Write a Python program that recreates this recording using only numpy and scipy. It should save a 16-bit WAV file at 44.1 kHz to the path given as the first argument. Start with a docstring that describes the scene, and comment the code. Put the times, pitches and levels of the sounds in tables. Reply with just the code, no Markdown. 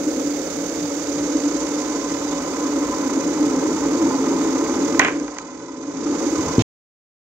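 """An unsteady electric hum with a buzzing hiss comes first: a small inverter-fed induction motor on a desk.
Its shaking is made of wandering desk and frame resonances, its switched current of noise with a repeating pattern.
Near five seconds fingers knock and rub the shaft: ticks, ringing modes and grainy noise. The gain control ducks
this and recovers. A thump rings the body that holds the two-port microphone, a grip rustles, and the sound is cut."""
import sys
import numpy as np
from scipy import signal
from scipy.fft import rfft, irfft, next_fast_len
from scipy.io import wavfile
from scipy.ndimage import uniform_filter1d, minimum_filter1d

SR = 44100
rng = np.random.default_rng(int(sys.argv[2]) if len(sys.argv) > 2 else 0)


def boost_factor(decibels):
    """Convert a level in decibels to a linear amplitude factor."""
    exponent = np.asarray(decibels, float) / 20
    return 10 ** exponent


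def generate_wav(signal):
    """Clip the signal to [-1, 1] and save it as 16-bit WAV at the path in sys.argv[1]."""
    frames = np.transpose(np.atleast_2d(signal))
    scaled = np.clip(frames, -1, 1) * 32767
    pcm = np.round(scaled).astype(np.int16)
    wavfile.write(sys.argv[1], SR, pcm)


N = 318843
SECONDS = np.arange(N) / SR
SIZE = next_fast_len(N)
HZ = np.arange(SIZE // 2 + 1) * SR / SIZE


def rms_one(x):
    """Scale to unit rms."""
    return x / np.sqrt(np.mean(x ** 2) + 1e-20)


def in_time(rows):
    """Columns of a curve, one value per sample."""
    s, *columns = np.transpose(rows)
    return [np.interp(SECONDS, s, column) for column in columns]


def at_hz(points):
    """A spectrum read on the frequency grid, joined along log frequency."""
    hz, value = np.transpose(points)
    return np.interp(np.log(HZ + 1), np.log(hz), value)


def humps(rows):
    """Bell-shaped swells, as gain."""
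    return sum(boost_factor(db) * np.exp(-((SECONDS - s) / half_s) ** 2) for s, db, half_s in rows)


def resonances(rows):
    """Gain of resonances whose powers add."""
    power = 0
    for hz, width_hz, db in rows:
        detuning = (HZ ** 2 - hz ** 2) / (HZ + 1) / width_hz
        power = power + boost_factor(2 * db) / (1 + detuning ** 2)
    return np.sqrt(power)


def shaped(x, gain):
    """Colour a signal by a gain per frequency."""
    return irfft(rfft(x, SIZE) * gain, SIZE)[..., :N]


def flutter(hz, width_hz):
    """Slow chance movement around a rate; spread 1."""
    return rms_one(shaped(rng.standard_normal(N), 1 / (1 + ((HZ - hz) / width_hz) ** 2)))


def wavering_sine(hz, wander_hz, wander_width_hz):
    """A sine of rms 1 whose pitch wanders by chance."""
    pitch = hz + wander_hz * flutter(0, wander_width_hz)
    return np.sqrt(2) * np.sin(np.cumsum(2 * np.pi * pitch / SR))


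def ring(clicks, modes):
    """Clicks set decaying sines ringing, each click with its own strength per mode."""
    out = 0
    at = np.flatnonzero(clicks)
    spread = boost_factor(1.0 * rng.standard_normal((len(at), len(modes))))
    for k, (hz, db, t60) in enumerate(modes):
        decay, turn = boost_factor(-60 / (t60 * SR)), 2 * np.pi * hz / SR
        blows = np.full(N, 1e-18)
        blows[at] = clicks[at] * spread[:, k]
        feedback = [1, -2 * decay * np.cos(turn), decay ** 2]
        out = out + signal.lfilter([0, boost_factor(db) * np.sin(turn)], feedback, blows)
    return out


LEFT_LAG_S = 0.0001   # the motor is nearer the right port
# how loud the left port is against the right: (f/Hz, level/dB)
PORTS = [(60, -0.1), (200, 1.4), (300, -0.5), (1170, 0.5), (1800, -4), (2740, -3.5), (3600, -12.5),
         (4800, -13.5), (5300, -36.5), (6400, -29.5), (7600, -25), (8800, -11), (9500, 1), (10500, -1.5),
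         (13000, 0), (14500, -4.5), (15800, 0)]


def ports():
    """Gain of the left and right port: the left one is late and has its own balance of pitches."""
    ratio = boost_factor(at_hz(PORTS)) * np.exp(-2j * np.pi * HZ * LEFT_LAG_S)
    return np.array([ratio, np.ones_like(ratio)]) / np.sqrt((1 + np.abs(ratio) ** 2) / 2)


PORT_GAIN = ports()
# how alike left and right are: (f/Hz, likeness -1 to 1)
LIKENESS = [(40, .93), (70, 1), (110, 0.96), (200, 1), (380, 0.94), (700, 0.7), (1290, 0.91), (2380, 0.51),
            (4400, 0.08), (8120, -0.27), (15000, -0.02)]


def noise(gain):
    """Coloured stereo noise, alike in the bass and unrelated in the treble; mid rms 1 after the ports."""
    alike = np.clip(at_hz(LIKENESS), -1, 1)
    mid, side = rfft(rng.standard_normal((2, SIZE)))
    both = gain * (np.sqrt(1 + alike) * mid + np.sqrt(1 - alike) * side * [[1], [-1]])
    mid_power = np.sum(np.abs((both * PORT_GAIN).mean(axis=0)) ** 2)
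    return irfft(both, SIZE)[:, :N] * SIZE / np.sqrt(2 * mid_power)


PULSE_HZ = 26.6   # the hum pulses unevenly at about this rate
PATTERN_HZ = 500   # the switching pattern repeats at this rate
# how the motor runs: (t/s, desk hum level/dB, frame rattle level/dB, switching hiss level/dB, load 0-1)
MOTOR = [(0.0, -26.5, -43.5, -36.5, 0.2), (0.6, -30, -43, -35.5, 0.04), (1.0, -31, -43, -35, 0.08),
         (1.25, -26.5, -39.5, -34.5, 0.23), (1.8, -30, -38, -34.5, 0.25), (2.3, -30, -37.5, -35.5, 0.41),
         (2.8, -26, -35.5, -36, 0.35), (3.3, -21, -35.5, -35.5, 0.44), (4.0, -21.5, -33.5, -35.5, 0.14),
         (4.9, -20.5, -33.5, -35, 0.42), (5.2, -24, -38.5, -39, 0.2), (5.33, -30.5, -33.5, -36.5, .3),
         (5.45, -25.5, -31, -35, 0.8), (5.55, -23.5, -33.5, -36.5, 0.77), (5.75, -23.5, -34.5, -35.5, 0.7),
         (5.88, -23.5, -35.5, -36, 0.56), (6.0, -19, -34, -35, 0.15), (6.14, -19, -33, -33.5, 0),
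         (6.2, -23.5, -35, -34.5, 0), (6.32, -24, -37, -34.5, 0.3), (6.47, -28, -33.5, -34, 0.47),
         (6.6, -24, -36, -34.5, 0.6)]


def motor():
    """Unsteady magnetic pull shakes desk and frame; load sharpens the switching pattern into a comb of lines."""
    desk_db, frame_db, hiss_db, load = in_time(MOTOR)
    load = np.clip(load, 0, 1)
    pulse = np.tanh(flutter(PULSE_HZ, 12.0))
    # each repeat of the pattern keeps a share of the last one, less in the top treble
    kept = 0.68 / (1 + (HZ / 9500) ** 6)
    comb = 1 / (1 - kept * np.exp(-2j * np.pi * HZ / PATTERN_HZ))
    shaking = strongest_resonance(pulse) + desk(desk_db, pulse) + frame(frame_db, load, comb)
    current = switching_hiss(hiss_db, load, comb)
    return shaking + current + fan(load) + steady_tones() + whine() + low_rumble(desk_db)


CORE_HZ, CORE_DB, CORE_WAVER_DB = 292.2, -30.5, 2.5   # pitch; level between swells, and its waver
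CORE_PULSE_DB = 2
CORE_GRIP_DB = 5.5   # a firm grip on the shaft takes this much off the level between swells
# firm grips: (start t/s, end t/s)
GRIPS = [(5.33, 6.1), (6.17, 7.3)]
# the resonance swells and sinks again: (t/s, peak level/dB, half-length/s)
SWELLS = [(0.08, -19.5, 0.014), (0.29, -26, 0.034), (0.64, -37, 0.062), (0.89, -38, 0.08),
          (1.22, -24, 0.068), (1.36, -18.5, 0.0099), (1.46, -19, 0.023), (1.72, -32, 0.19),
          (2.25, -39, 0.028), (2.82, -27, 0.03), (3.02, -33, 0.018), (3.44, -21, 0.054),
          (4.07, -28.5, 0.074), (5.22, -28, 0.1), (5.89, -19, 0.017), (6.09, -22, 0.066)]


def strongest_resonance(pulse):
    """The desk's strongest resonance rings on as a sine, its pitch wandering a little."""
    held = sum((SECONDS > start) * (SECONDS < end) * 1. for start, end in GRIPS)
    gripped = uniform_filter1d(held, size=800)
    between = boost_factor(CORE_DB + CORE_WAVER_DB * flutter(0, 6.6) - CORE_GRIP_DB * gripped)
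    level = (between + humps(SWELLS)) * boost_factor(CORE_PULSE_DB * pulse)
    return level * wavering_sine(CORE_HZ, 4, 8.98)


DESK_PULSE_DB = 1
# other desk resonances, before sharpening: (f/Hz, width/Hz, level/dB)
DESK = [(250, 8.3, -17.5), (271, 25.8, 3), (321.5, 20, 3.5), (380, 64, -9), (435.7, 24, -3)]


def desk(desk_db, pulse):
    """The desk's other resonances colour noise into a wavering, pulsing hum."""
    level = boost_factor(desk_db + 0.97 * flutter(0, 4.2)) * boost_factor(DESK_PULSE_DB * pulse)
    return level * noise(resonances(DESK) ** 1.35 / (1 + (HZ / 700) ** 4))


# frame resonances: (f/Hz, width/Hz, level/dB)
FRAME = [(845, 140, -1), (885, 110, -1), (1041, 60, 0.5), (1232, 93, -0.5), (1330, 89, -5.5),
         (2075, 410, -11)]
# the frame's clearest mode, before sharpening: (f/Hz, width/Hz, level/dB)
FRAME_RING = (1017, 46, 0)
# level of that mode, before its waver: (t/s, level/dB)
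RING_LEVEL = [(0, -58), (1.05, -56), (1.25, -44.5), (1.7, -42.5), (2.3, -38.5), (3.0, -38), (3.4, -44),
              (3.7, -45.5), (4.2, -38.5), (4.9, -45.5), (5.2, -45.5), (5.45, -39.5), (5.7, -39.5),
              (5.9, -37), (6.15, -44), (6.45, -35), (6.6, -35)]


def frame(frame_db, load, comb):
    """The frame's resonances rattle as noise, more patterned under load; one mode stands out."""
    body = resonances(FRAME) / (1 + (HZ / 3000) ** 4)
    rattle = np.sqrt(1 - load ** 2) * noise(body) + load * noise(body * comb)
    rattle = boost_factor(frame_db + 2.24 * flutter(25, 13.0)) * rattle
    clear_level = boost_factor(in_time(RING_LEVEL)[0] + 1.5 * flutter(0, 6.0))
    return rattle + clear_level * noise(resonances([FRAME_RING]) ** 1.9)


THROB_HZ = 34.1   # the hiss throbs at about this rate
# balance of the switching hiss: (f/Hz, level/dB)
HISS = [(820, -30.5), (1400, -1.5), (1860, -7), (2040, -11), (2580, -8.5), (3290, -9), (3600, -9.5),
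        (4240, -7.5), (4740, -5.5), (6430, 2), (7120, -3.5), (10500, -30.5), (11800, -28.5), (13200, -27.5),
        (15900, -25)]
# casing resonances that the hiss excites: (f/Hz, width/Hz, level/dB over the hiss)
CASING = [(2060, 100, 8.5), (3676, 170, 5), (4760, 98, 6.5), (6240, 180, 4), (7100, 470, 5),
          (8860, 150, 5.5), (9760, 250, 0.5), (14700, 700, 1)]
# how far the treble above about 9200 Hz is raised: (t/s, level/dB)
TOP_TREBLE = [(0, 7.5), (.9, 4), (1.6, -0.5), (3, 2.5), (4.9, 2.5), (5.4, -3), (5.9, -6), (6.25, -0.5),
              (6.6, 0)]


def switching_hiss(hiss_db, load, comb):
    """Switched current hisses through the casing and throbs, deeper and more patterned under load."""
    colour = boost_factor(at_hz(HISS)) * np.hypot(1, resonances(CASING)) / (1 + (1100 / (HZ + 1)) ** 4)
    hiss = np.sqrt(1 - load) * noise(colour) + np.sqrt(load) * noise(colour * comb)
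    throb_db = (2.0 + 1.2 * load) * np.tanh(flutter(THROB_HZ, 23.0))
    hiss = boost_factor(hiss_db + throb_db) * hiss
    top = shaped(hiss, 1 / (1 + (9200 / (HZ + 1)) ** 12))
    return hiss + top * (boost_factor(in_time(TOP_TREBLE)[0]) - 1)


# fingers knock the shaft: (t/s, blow level/dB, chatter level/dB, tick level/dB), levels relative
KNOCKS = [(4.947, -17, -35.5, -36.5), (4.995, 2, 8.5, -2.5), (5.0165, -7.5, -14, -32.5),
          (5.0484, -4.5, -1.5, -16), (5.083, -5, -13.5, -28), (5.2, -23, -37, -18.5), (5.28, -17, -33, -25),
          (5.368, -19, -16, -33), (5.3855, -8.5, -16, -9.5)]


def fingers():
    """Each knock is a bright tick, then a few milliseconds of contact ring the shaft; a rub follows."""
    s, blow_db, slip_db, tick_db = np.transpose(KNOCKS)
    at = (s * SR).astype(int)
    # skin is soft: the contact lasts long enough to dull the top
    skin = signal.butter(2, [400, 4200], "band", fs=SR, output="sos")
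    return signal.sosfilt(skin, blows_and_slips(at, blow_db, slip_db) + rub()) + nail_ticks(at, tick_db)


LANDING_S = 0.00097   # from the knock's time to its blow
BLOW_DB, SLIP_DB = -15.5, -22   # added to the knock's own levels
SLIP_COUNT, CHATTER_HZ = 8, 1987   # slips per knock, and their rate
# shaft and casing modes: (f/Hz, level/dB, t60/s)
SHAFT = [(470, -7.5, 0.036), (684, -20.5, .025), (890, -14, 0.019), (1012, -22.5, 0.04), (1045, -1, 0.05),
         (1140, -2.5, 0.027), (1260, -5, 0.023), (1482, -5.5, 0.041), (1570, 3, 0.043), (1700, -1.5, 0.02),
         (1807, 4.5, 0.011), (2030, -1, 0.012), (2310, -0.5, 0.017), (2328, -0.5, 0.023),
         (2943, -10.5, 0.017), (3270, -13.5, .01), (3850, -20.5, 0.0071), (4590, -15, .012)]


def blows_and_slips(at, blow_db, slip_db):
    """A knock lands as one blow, then the skin chatters on the turning shaft in a short run of slips."""
    clicks = np.zeros(N)
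    clicks[at + round(LANDING_S * SR)] = boost_factor(blow_db + BLOW_DB)
    for k in range(1, SLIP_COUNT + 1):
        swell = np.sin(np.pi * k / (SLIP_COUNT + 1))
        clicks[at + round((LANDING_S + k / CHATTER_HZ) * SR)] = boost_factor(slip_db + SLIP_DB) * swell
    return ring(clicks, SHAFT)


# modes of the nail's tick: (f/Hz, level/dB, t60/s)
NAIL = [(5160, -12.5, 0.008), (6510, 0, 0.01), (7260, -11, .008)]


def nail_ticks(at, tick_db):
    """A nail's click rings a few high modes, with a fizz of decaying noise around them."""
    ticks = np.zeros(N)
    ticks[at - round(0.0007 * SR)] = boost_factor(tick_db)
    burst = signal.lfilter([1], [1, -boost_factor(-60 / (0.013 * SR))], ticks + 1e-18)
    fizz_colour = resonances([(5800, 2600, 1)]) / (1 + (HZ / 7500) ** 5)
    fizz = shaped(burst * rng.standard_normal((2, N)), fizz_colour)
    return shaped(ring(ticks, NAIL), 1 / (1 + (HZ / 8200) ** 8)) + fizz


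RUB_OWN = 0.9   # the part of the rub that differs between the ports, against the shared part
RUB_DAMPING = 2.3   # pressed skin widens the shaft's modes by this factor
# firm touches that die away: (t/s, level/dB, hold/s, fade/dB per s)
RUBS = [(4.9962, -12.5, 0.004, 700), (5.016, -19, 0.02, 499), (5.046, -20.5, 0.024, 180.5)]
# skin favours some of the shaft's ring: (f/Hz, width/Hz, level/dB)
RUB_COLOUR = [(690, 200, 18.5), (1150, 390, 10.5), (2000, 895, 4), (2720, 1000, 7.5)]


def rub():
    """Fingers rub the turning shaft: dense friction noise in the shaft's own modes, damped by skin."""
    grains = rng.standard_normal((3, N))
    grains = grains[0] + RUB_OWN * grains[1:]
    firm = 0
    for start, rub_db, hold_s, fade in RUBS:
        fading_s = np.maximum(SECONDS - start - hold_s, 0)
        firm = firm + (SECONDS > start) * boost_factor(rub_db - fade * fading_s)
    # a mode's width follows from its decay time
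    damped = [(hz, RUB_DAMPING * np.log(1000) / np.pi / t60, db) for hz, db, t60 in SHAFT]
    return firm * rms_one(shaped(grains, resonances(RUB_COLOUR) * resonances(damped)))


THUMP_S, THUMP_DB = 6.5808, -5
REBOUND_S, REBOUND_DB = 6.5893, -16.5
CREAK_S, CREAK_DB = 6.592, -28.5   # start and level of the grip's rustle
# modes of the handled body: (f/Hz, level/dB, t60/s)
THUMP = [(114.9, -2, 0.2), (170.6, -7, 0.1), (248, 1.5, 0.052), (348.6, -5, 0.06), (432, -10, 0.074)]


def handling():
    """A short pull, a harder push and a rebound ring the microphone's body, then the grip rustles as noise."""
    push = np.zeros(N)
    push[round(THUMP_S * SR)] = -boost_factor(THUMP_DB - 6.5)
    push[round((THUMP_S + 0.0017) * SR)] = boost_factor(THUMP_DB)
    push[round(REBOUND_S * SR)] = boost_factor(REBOUND_DB)
    soft_touch = signal.butter(2, [70, 650], "band", fs=SR, output="sos")
    thump = signal.sosfilt(soft_touch, ring(push, THUMP))
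    creak_colour = resonances([(700, 130, 0.5), (3380, 2200, -7.0)]) / (1 + (HZ / 6000) ** 4)
    creak = (SECONDS > CREAK_S) * noise(creak_colour)
    return thump + boost_factor(CREAK_DB) * creak


FAN_DB = -31.5   # level once swelled, without load
FAN_START_DB, FAN_RISE_S = 1, 1.4   # it starts this much quieter and swells
# resonances of the cooling fan's rush: (f/Hz, width/Hz, level/dB)
FAN = [(466.4, 49.5, -1.5), (539, 44, -5), (380, 74, -10.5), (694, 89, -19), (1520, 63, -21.5),
       (2247, 110, -19.5)]


def fan(load):
    """The fan sits on the shaft: a rush of resonant noise that quietens as the shaft is braked."""
    level_db = FAN_DB - 2.9 * load ** 2 - FAN_START_DB * np.exp(-SECONDS / FAN_RISE_S)
    return boost_factor(level_db) * noise(resonances(FAN) / (1 + (HZ / 2600) ** 8))


LINE_HZ, LINE_DB, LINE_WAVER_DB = 559.7, -40, 1.5   # one clean magnetic tone
# thin tones, before sharpening: (f/Hz, width/Hz, level/dB)
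TONES = [(52, 20, -49), (565.6, 21, -45), (1293, 12, -54), (8140, 40, -62)]


def steady_tones():
    """Narrow bands of noise make thin tones beside one magnetic tone, a slightly wavering sine."""
    thin = sum(boost_factor(db) * noise(resonances([(hz, width_hz, 0)]) ** 2) for hz, width_hz, db in TONES)
    return thin + boost_factor(LINE_DB + LINE_WAVER_DB * flutter(0, 5.0)) * wavering_sine(LINE_HZ, 1.5, 2.93)


WHINE_DB, WHINE_RISE_DB_PER_S = -63, 0.7   # at the start, before the port offsets
WHINE_DROP_S, WHINE_LOW_DB, WHINE_BACK_S, WHINE_BACK_DB = 3.1, -69.5, 5.9, -62.5   # it drops, later returns
# a high carrier band, before sharpening: (f/Hz, width/Hz, level/dB)
WHINE = (11780, 340, 0)


def whine():
    """A narrow band of high noise at the carrier, mostly at the left port."""
    early_db = WHINE_DB + WHINE_RISE_DB_PER_S * SECONDS
    whine_db = np.select([SECONDS < WHINE_DROP_S, SECONDS < WHINE_BACK_S], [early_db, WHINE_LOW_DB], WHINE_BACK_DB)
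    port_db = np.array([[1.5], [-10]])   # left, right
    return boost_factor(whine_db + port_db) * noise(resonances([WHINE]) ** 2)


LOW_DB, LOW_FOLLOWS, LOW_WAVER_DB = -42.5, 0.67, 1   # level at mean hum; share of the hum's swing; waver
# room and desk lows, before sharpening: (f/Hz, width/Hz, level/dB)
LOWS = [(85, 13, -2), (117.3, 4.8, 0.5), (171.7, 14, 4), (195, 24, -3.5)]
# the low rumble surges: (t/s, peak level/dB, half-length/s)
SURGES = [(0.84, -39, 0.036), (1.2, -43, 0.055), (2.15, -47, 0.063), (3.44, -46, 0.036), (5.08, -38, 0.045),
          (6.40, -30, 0.03), (6.48, -30.5, 0.032)]


def low_rumble(desk_db):
    """Room and desk lows rumble as noise that partly follows the hum and sometimes surges."""
    low_db = LOW_DB + LOW_FOLLOWS * (desk_db - desk_db.mean()) + LOW_WAVER_DB * flutter(0, 3.1)
    return (boost_factor(low_db) + humps(SURGES)) * noise(resonances(LOWS) ** 1.46 / (1 + (HZ / 300) ** 4))


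def scene():
    """All sources at the microphone."""
    return motor() + fingers() + handling()


def gain_control(x, trip_db, duck_db, top_db, hold_s, ramp_s):
    """A loud treble burst trips the control: gain ramps down, holds and ramps back; meanwhile the sound above
    about 8900 Hz thins further."""
    hold, ramp = round(hold_s * SR), round(ramp_s * SR)
    treble = shaped(x.mean(axis=0), 1 / (1 + (1000 / (HZ + 1)) ** 4))
    treble_power = uniform_filter1d(treble ** 2, size=256, origin=127)
    tripped = (treble_power > boost_factor(2 * trip_db)) * 1.
    held = -minimum_filter1d(-tripped, hold, origin=(hold - 1) // 2, mode="constant")
    duck = uniform_filter1d(held, ramp, origin=(ramp - 1) // 2, mode="constant")
    top = shaped(x, 1 / (1 + (8900 / (HZ + 1)) ** 24))
    return boost_factor(duck_db * duck) * (x - top + top * boost_factor(top_db * duck))


def roll_off(x):
    """The treble ends steeply here."""
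    return signal.sosfilt(signal.butter(12, 16300, fs=SR, output="sos"), x)


TOP_HZ, END_S = 15730, 6.6222   # nothing passes above this pitch; the sound is cut at this time


def record(dry):
    """Unequal ports, bass and top cuts, gain control, overload and the cut to silence."""
    x = shaped(dry, PORT_GAIN / (1 + (45 / (HZ + 1)) ** 3) * (HZ < TOP_HZ))
    x = gain_control(x, trip_db=-12, duck_db=-11.0, top_db=-7.5, hold_s=0.79, ramp_s=0.47)
    x = 1.15 * np.tanh(x / 1.15)   # soft overload
    x = x * (np.arange(N) < END_S * SR)
    return roll_off(x)


dry = scene()
out = record(dry)
generate_wav(out)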